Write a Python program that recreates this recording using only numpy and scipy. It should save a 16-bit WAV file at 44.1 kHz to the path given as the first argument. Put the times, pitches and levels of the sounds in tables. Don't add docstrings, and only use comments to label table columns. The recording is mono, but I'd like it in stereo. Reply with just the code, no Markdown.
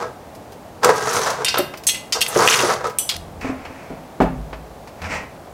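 import sys
import numpy as np
from scipy import signal
from scipy.io import wavfile
from scipy.ndimage import uniform_filter1d

SR = 44100
rng = np.random.default_rng(int(sys.argv[2]) if len(sys.argv) > 2 else 0)


def inscribe(sig):
    pcm = np.round(np.clip(np.atleast_2d(sig).T, -1, 1) * 32767)
    wavfile.write(sys.argv[1], SR, pcm.astype(np.int16))


N = 244174
TIME = np.arange(N) / SR
AGE = TIME[:SR // 2]
TOP_HZ = 15900

# grip_s, fastest_s, let_go_s, rise_s, beads_db, tube_db
PULLS = [(0, 0.017, 0.024, 0.009, -59, -22.5), (0.833, 1.173, 1.262, 0.019, -23, -23.5),
         (2.368, 2.508, 2.732, 0.49, -17, -23.5)]
# start_s, length_s, level_db
LURCHES = [(0.84, 0.037, -12.5), (1.151, 0.026, -19.5), (1.402, 0.025, -23), (2.155, 0.025, -23.5),
           (2.395, 0.053, -12.5), (2.596, 0.077, -22), (2.845, 0.034, -22)]
LURCH_RISE_S, LURCH_FADE_S = 0.047, 0.099
# start_s, level_db, brightness_db, fade_s
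JOLTS = [(0.04, -20.5, -10, 0.057), (0.833, -6.5, 4.5, 0.11), (0.845, -3, 18, 0.031),
         (0.869, -15, -7, 0.12), (0.891, -1.5, 1, 0.038), (0.902, -3.5, -9, 0.068),
         (1.072, -12, 3.5, 0.037), (1.137, -19.5, 28, 0.28), (1.166, -10.5, 7, 0.06),
         (1.192, -14, 0, 0.029), (1.261, -11.5, 6, 0.45), (1.386, -19.5, -10, 0.04), (1.542, -14, 7, 0.05),
         (1.557, -15, 4, 0.041), (1.573, -12, 5, 0.14), (2.359, -8, -31, 0.13), (2.46, -12, -3, 0.056),
         (2.693, -9, 0.5, 0.22), (2.808, -19, -2.5, 0.11), (2.842, -14.5, 3, 0.088)]
# start_s, level_db, brightness_db
TICKS = [(0.35, -40.5, 20), (0.522, -40.5, 19), (1.7377, -26.5, -6), (1.7733, -32, 24), (1.836, -32.5, 22),
         (2.8975, -33, 13), (3.4108, -33.5, 3), (3.652, -27, -16), (4.5292, -24.5, -20), (4.874, -36.5, 3),
         (5.018, -28.5, -1.5), (5.0417, -25.5, -9)]
# start_s, level_db, pitch_hz, brightness_db, fade_s, ring_db, part
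CLACKS = [ (0.847, -23, 6860, 18, 0.033, -38, "long"), (1.447, -16, 9100, -6.5, 0.057, -15, "long"),
          (1.462, -18.5, 2930, -14, 0.08, 11, "long"), (1.483, -15, 5070, -14, 0.081, -17.5, "long"),
          (1.543, -21, 3760, -38, 0.081, -19, "long"), (1.572, -23.5, 4100, -29, 0.21, -8, "long"),
          (1.583, -20, 13600, 22, 0.035, -21, "high"), (1.868, -12, 8600, 9, 0.17, -12, "bright"),
          (1.888, -18.5, 3620, -17, 0.056, -17.5, "bright"), (1.8938, -18, 3420, 3, 0.051, -16, "bright"),
          (1.945, -26.5, 2580, -10, 0.18, -18, "bright"), (2.124, -15, 5800, -7.5, 0.14, -15, "long"),
          (2.2084, -20.5, 3260, 11, 0.06, -9, "bright"), (2.2149, -13.5, 2860, 4, 0.021, -51, "long"),
          (2.2227, -15, 3000, -1, 0.044, -48, "long"), (2.264, -23, 3100, -6, 0.018, -38, "long"),
          (2.281, -24.5, 8950, 23, 0.12, -36, "high"), (2.476, -8.5, 2120, -26, 0.0056, -57, "bright"),
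          (2.486, -12, 2400, -28, 0.022, -46, "long"), (2.509, -19, 2800, -3, 0.054, -32, "long"),
          (2.524, -15, 2600, -21, 0.081, -34, "long"), (2.539, -14.5, 2380, -15, 0.046, -43, "bright"),
          (2.59, -18.5, 2880, -21, 0.071, -21, "long"), (2.602, -21, 2930, -40, 0.029, -34, "bright"),
          (2.986, -14, 9450, -0.5, 0.043, -13, "high"), (3.0912, -16, 4020, -7, 0.1, -51, "damped"),
          (3.1666, -33.5, 5500, 12, 0.006, -61, "damped")]
# start_s, level_db
SNAGS = [(0.897, -24), (0.958, -33), (0.965, -33), (1.101, -35), (1.13, -25), (1.303, -24.5), (2.868, -34)]
# start_s, level_db
CLUNKS = [(1.591, -13.5), (2.363, -12.5), (2.633, -15)]
# start_s, length_s, level_db, rise_s, fade_s
CHAIN_SLIDE = (3.112, 0.054, -31, 0.03, 0.006)
# start_s, length_s, level_db, fade_s, pitch_hz
SHUDDERS = [(3.158, 0.2, -36.5, 0.79, 83.2), (4.226, 0.053, -30, 1, 53.6), (4.273, 0.19, -37.5, 0.85, 152),
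            (5.026, 0.029, -31.5, 0.37, 85.4)]
# start_s, length_s, level_db, rise_s, fade_s
RUBS = [(3.419, 0.068, -32.5, 0.053, 0.24), (3.585, 0.28, -43, 0.28, 0.88),
        (5.057, 0.0087, -29.5, 0.21, 0.14), (5.112, 0.047, -25.5, 0.16, 0.29)]
# start_s, level_db
LATCH_BUMPS = [(3.446, -21), (3.4953, -20.5), (3.702, -32)]
# start_s, level_db, brightness_db, bass_db, thud_db
KNOCKS = [(3.904, -24.5, -10, -1, -4), (4.2028, -5.5, -7, -6, -1.5), (4.218, -12.5, 6, 12.5, -0.5)]

# pitch_hz, level_db, fade_s
TUBE_TONES = [(135.1, -0.5, 0.31), (449.6, 5.5, 0.08), (490, 8, 0.075), (990, -9, 0.36), (1200, -24, 0.076),
              (1314, 6, 0.074), (1605, -14, 0.96), (1642, 4, 0.095), (2176, -2.5, 0.31)]
CLUNK_TONES = [(365, 6, 0.08), (466, -3, 0.055), (566, 4, 0.055)]
HOLLOW_FRAME_TONES = [(150, -13, 0.12), (264, 0, 0.36), (281, -6, 0.22), (409, -13, 0.25)]
WINDOW_TONES = [(53.5, -19, 0.3), (137, -15, 0.4), (166, -7, .2), (206, -4, 0.17), (257, 5, 0.17),
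                (262, -16, 0.6), (400, -9, 0.16), (447, -4, 0.1), (645, 5, 0.07)]
# pitch_hz, level_db
RING_TONES = dict( long=[(1550, -5), (2030, -5), (2560, -7), (2790, -2), (3106, -7), (3672, -1),
               (4387, -5), (4850, -2), (5356, 0), (5760, -4)], bright=[(2035, 4), (2525, -3), (2795, -4),
               (3305, -2), (4177, -3), (4409, -3), (5523, -1), (6080, 1), (6455, 7), (7725, -1), (8220, -1),
               (9835, 6), (12900, 2)], high=[(2990, -8), (3300, -5), (6020, 7), (7540, -1), (7780, 3),
               (8500, 2), (8931, -2), (9679, 1), (10310, 1), (11200, 0), (12350, 1), (12950, 6), (13340, 4),
               (14000, -1), (15200, 0)], damped=[(3300, 9), (4200, 13), (4900, 9)])
RING_FADE_S = dict(long=.33, bright=.26, high=.25, damped=.04)
RING_PEAK_DB = dict(long=6, bright=8, high=14, damped=7)

# pitch_hz, level_db
HUSH_COLOUR = [(12, -61), (20, -29), (65, -5), (399, -8), (698, -4.5), (1330, -18.5), (2670, -27),
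               (16000, -38)]
HOUSING_COLOUR = [(40, -37), (90, -22), (125, -4.5), (190, -8), (300, -9), (430, 2), (560, 6.5), (800, 5),
                  (1250, 4), (1500, 0), (1900, -6.5), (2800, -15.5), (6000, -16), (16000, -42)]
SPROCKET_COLOUR = [(200, -44), (1200, 16), (2200, 3.5), (3000, -0.5), (4500, 2.5), (6100, 7.5),
                   (7400, -0.5), (10000, -2), (12000, -9), (16000, -14.5)]
TICK_COLOUR = [(100, -32), (600, 18.5), (2600, 18.5), (3600, 9.5), (5000, 13), (8000, 1), (16000, -6.5)]
CLACK_COLOUR = [(40, -59), (300, -26.5), (1400, -8), (1750, -7.5), (2000, -4), (2700, 0), (5300, -0.5),
                (8800, -2.5), (13300, -7), (16000, -18)]
PANE_COLOUR = [(15, -22), (35, -4), (54, 3), (72, -4), (100, -9), (145, -1), (230, -9), (500, -36),
               (2000, -80)]
SEAL_COLOUR = [(100, -3), (270, 6), (400, 1.5), (700, 6.5), (1500, 5), (2400, 7.5), (3500, -11), (5500, -7),
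               (8000, -13.5), (11000, -29)]
THUD_COLOUR = [(30, -20), (110, -13), (280, 0), (700, 0), (1100, -7), (2700, -21), (4000, -31),
               (16000, -50)]
KNOCK_BASS_COLOUR = [(15, -32), (50, 8), (100, -19), (145, 4)]
# pitch_hz, fade_s
ROOM_FADES = [(100, 0.99), (300, 0.34), (1800, 0.43), (5000, 0.32), (13000, 0.24)]
# pitch_hz, level_db
HUSH_WIDTH = [(20, -44), (1400, -17.5), (2800, -5.5), (13000, 1.5)]
ECHO_WIDTH = [(250, -66), (1200, -74), (2500, -39), (12000, -46)]


def amp(db):
    return 10 ** (np.asarray(db) / 20)


def rms(x):
    return np.sqrt(np.mean(x ** 2) + 1e-20)


def look_up(points, hz):
    pitches, values = np.transpose(points)
    return np.interp(np.log(hz + 1), np.log(pitches + 1), values)


def coloured(x, colour, bright_db=0):
    hz = abs(np.fft.fftfreq(8192, 1 / SR))
    log_gain = np.log(amp(look_up(colour, hz) + bright_db * np.log10(np.maximum(hz, 350))))
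    taps = np.fft.ifft(np.exp(np.conj(signal.hilbert(log_gain)))).real
    return signal.oaconvolve(x, taps)[:len(x)]


def humped(colour, pitch_hz, height_db, octaves):
    hz = np.geomspace(15, 16000, num=1000)
    hump_db = height_db * np.exp(-(np.log2(hz / pitch_hz) / octaves) ** 2)
    return np.column_stack([hz, look_up(colour, hz) + hump_db])


def add_hit(mix, start_s, db, sound):
    part = mix[round(start_s * SR):][:len(sound)]
    part += (amp(db) * sound / rms(sound[:SR // 100]))[:len(part)]


def fade(fade_s):
    return np.exp(-np.log(1000) * AGE / np.maximum(fade_s, 0.002))


def burst(fade_s):
    return rng.standard_normal(len(AGE)) * fade(fade_s)


def ring(tones):
    return sum(amp(db) * fade(fade_s) * np.sin(2 * np.pi * hz * AGE) for hz, db, fade_s in tones)


def rattle(per_s, spread_db, grit_db):
    passed = np.cumsum(rng.exponential(1, N // 128 + 1).repeat(128)[:N]) * per_s / SR
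    clicks = np.diff(np.floor(passed), prepend=0)
    clicks = clicks * amp(spread_db * rng.standard_normal(N)) * rng.choice([-1, 1], N)
    force = clicks / rms(clicks) + amp(grit_db) * rng.standard_normal(N)
    return force / np.sqrt(uniform_filter1d(force ** 2, size=1800) + 1e-9)


def swell(start_s, length_s, db, rise_s, fade_s):
    before = np.maximum(start_s - TIME, 0) / max(rise_s, 0.002)
    after = np.maximum(TIME - start_s - length_s, 0) / max(fade_s, 0.002)
    return amp(db) * np.exp(-np.log(1000) * (before + after))


def pull(grip_s, let_go_s, rise_s, db):
    return swell(grip_s, let_go_s - grip_s, db, rise_s, fade_s=0.23)


def together(levels):
    return np.linalg.norm(levels, axis=0)


def hush():
    air = coloured(rng.standard_normal(N), HUSH_COLOUR)
    return amp(-38.5) * air / rms(air)


def roller_tube():
    body = amp(-21) * ring(TUBE_TONES) / np.sqrt(SR / 100)
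    body[0] += 1
    body = coloured(body, HOUSING_COLOUR)
    pulls = [pull(grip_s, let_go_s, rise_s, db) for grip_s, _, let_go_s, rise_s, _, db in PULLS]
    lurches = [swell(*lurch, LURCH_RISE_S, LURCH_FADE_S) for lurch in LURCHES]
    chatter = amp(-1) * together(pulls + lurches) * rattle(per_s=400, spread_db=0.5, grit_db=-4)
    out = signal.fftconvolve(chatter, body / np.linalg.norm(body))[:N]
    for start_s, db, bright_db, fade_s in JOLTS:
        jolt = burst(fade_s) + amp(-24) * ring(TUBE_TONES)
        add_hit(out, start_s, db - 6, coloured(jolt, HOUSING_COLOUR, bright_db))
    return out


def running_beads(pip_fade_s=0.005, sag_db_per_s=40, surge_db=1.4):
    pips = np.zeros(N)
    for hz in np.geomspace(1800, 13000, num=22):
        pip = ring([(hz, 0, pip_fade_s)]) + amp(-10) * burst(pip_fade_s)
        starts = rng.integers(0, N, round(hz / 65 * N / SR))
        sizes = amp(4 * np.clip(rng.standard_normal(len(starts)), -2, 2))
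        pips += signal.oaconvolve(np.bincount(starts, sizes, N), pip[:SR // 50])[:N]
    snaps = rattle(per_s=150, spread_db=4, grit_db=2)
    clicks = coloured(pips / rms(pips) + amp(-3) * snaps, SPROCKET_COLOUR)
    pulls = [pull(grip_s, let_go_s, rise_s, db - sag_db_per_s * abs(TIME - fastest_s))
             for grip_s, fastest_s, let_go_s, rise_s, db, _ in PULLS]
    lurches = [amp(-22) * swell(*lurch, LURCH_RISE_S, LURCH_FADE_S) for lurch in LURCHES]
    surges = uniform_filter1d(rng.standard_normal(N), size=600)
    clicks *= amp(surge_db * surges / rms(surges))
    return amp(-1) * together(pulls + lurches) * clicks / rms(clicks)


def light_ticks():
    out = np.zeros(N)
    for start_s, db, bright_db in TICKS:
        add_hit(out, start_s, db - 4, coloured(burst(fade_s=0.098), TICK_COLOUR, bright_db))
    return out


def part_ring(part, weak_count=220):
    def struck(hz, db):
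        return ring(zip(hz, db, RING_FADE_S[part] * (3000 / hz) ** 0.4))
    hz, db = np.transpose(RING_TONES[part])
    clear = struck(hz, db - 3 - RING_PEAK_DB[part])
    weak = struck(rng.uniform(hz.min(), TOP_HZ, weak_count), np.full(weak_count, -3))
    return clear + weak * np.sqrt(2 / weak_count)


def chatter_colour(part, pitch_hz, height_db, octaves):
    hz, db = humped(CLACK_COLOUR, pitch_hz, height_db, octaves).T
    peaks = [np.exp(-((hz / tone_hz - 1) / 0.02) ** 2) for tone_hz, _ in RING_TONES[part]]
    return np.column_stack([hz, db + RING_PEAK_DB[part] * np.max(peaks, axis=0)])


def chain_clacks():
    out = np.zeros(N)
    rings = {part: part_ring(part) for part in RING_TONES}
    for start_s, db, pitch_hz, bright_db, fade_s, ring_db, part in CLACKS:
        landing = burst(fade_s)
        dense_tail = amp(-2) * burst(fade_s=0.41)
        clack = landing + amp(ring_db) * (rings[part] + dense_tail)
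        colour = chatter_colour(part, pitch_hz, height_db=8, octaves=0.56)
        add_hit(out, start_s, db, coloured(clack, colour, bright_db))
    return out


def bead_snags():
    out = np.zeros(N)
    for start_s, db in SNAGS:
        add_hit(out, start_s, db, coloured(burst(fade_s=0.058), SPROCKET_COLOUR, bright_db=6))
    return out


def blind_clunks():
    out = np.zeros(N)
    for start_s, db in CLUNKS:
        clatter = amp(-9) * burst(fade_s=0.079)
        clatter[0] += 1
        clunk = signal.fftconvolve(clatter, ring(CLUNK_TONES))
        add_hit(out, start_s, db, coloured(clunk, [(50, -28), (250, -6), (360, -5.5), (16000, 19)]))
    return out


def chain_slide():
    colour = chatter_colour("damped", pitch_hz=5400, height_db=4.6, octaves=0.68)
    skitter = coloured(rattle(per_s=400, spread_db=0.5, grit_db=-8), colour, bright_db=-23)
    return amp(-1) * swell(*CHAIN_SLIDE) * skitter / rms(skitter)


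def pane_shudders():
    out = np.zeros(N)
    for start_s, length_s, db, fade_s, pitch_hz in SHUDDERS:
        colour = humped(PANE_COLOUR, pitch_hz, height_db=21, octaves=0.16)
        rumble = coloured(rng.standard_normal(N), colour)
        out += swell(start_s, length_s, db - 1, rise_s=0.067, fade_s=fade_s) * rumble / rms(rumble)
    return out


def seal_scrape():
    grains = rattle(per_s=600, spread_db=5, grit_db=5)
    speed = together([swell(*rub) for rub in RUBS])
    fast = coloured(grains, SEAL_COLOUR)
    slow = coloured(grains, SEAL_COLOUR, bright_db=-6)
    fast_share = speed / speed.max()
    return speed * (fast_share * fast / rms(fast) + (1 - fast_share) * slow / rms(slow))


def latch_bumps():
    out = np.zeros(N)
    note = ring(HOLLOW_FRAME_TONES)
    for start_s, db in LATCH_BUMPS:
        thud = coloured(burst(fade_s=0.2), THUD_COLOUR)
        add_hit(out, start_s, db, note / rms(note) + amp(-5) * thud / rms(thud))
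    return out


def window_knocks():
    out = np.zeros(N)
    for start_s, db, bright_db, bass_db, thud_db in KNOCKS:
        thud = coloured(burst(fade_s=0.13), THUD_COLOUR, bright_db)
        boom = coloured(ring(WINDOW_TONES), [(20, 0), (20000, 0)], 2 * bright_db)
        blow = boom / rms(boom[:SR // 100]) + amp(thud_db) * thud / rms(thud[:SR // 100])
        bass_colour = [(hz, low_db + bass_db) for hz, low_db in KNOCK_BASS_COLOUR] + [(250, 0)]
        add_hit(out, start_s, db - 3, coloured(blow, bass_colour))
    return out


def room_echo(x, gap_s=0.0014, echoes_per_s=3000):
    echoes = rng.choice([-1., 1.], len(AGE)) * (rng.random(len(AGE)) < echoes_per_s / SR) * (AGE > gap_s)
    hz, age_s, bands = signal.stft(echoes, SR, nperseg=256)
    fades = np.exp(-np.log(1000) * age_s / look_up(ROOM_FADES, hz)[:, None])
    tail = signal.istft(bands * fades, SR)[1]
    return signal.fftconvolve(x, tail / np.linalg.norm(tail))[:N]


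def scene():
    blind = roller_tube() + blind_clunks() + running_beads() + bead_snags()
    chain = chain_clacks() + light_ticks()
    window = latch_bumps() + window_knocks() + seal_scrape() + pane_shudders()
    echo = room_echo(amp(-10) * blind + amp(-12) * chain + amp(-7) * window)
    centre = blind + chain + chain_slide() + window + echo + hush()
    side = coloured(hush(), HUSH_WIDTH) + coloured(room_echo(blind + chain + window), ECHO_WIDTH)
    return np.array([centre + side, centre - side])


def record(dry):
    rounded = 0.94 * dry / (1 + dry ** 6) ** (1 / 6)
    treble_cut = signal.firwin(511, TOP_HZ, window=("kaiser", 9), fs=SR)
    return signal.oaconvolve(rounded, treble_cut[None], "same")


dry = scene()
out = record(dry)
inscribe(out)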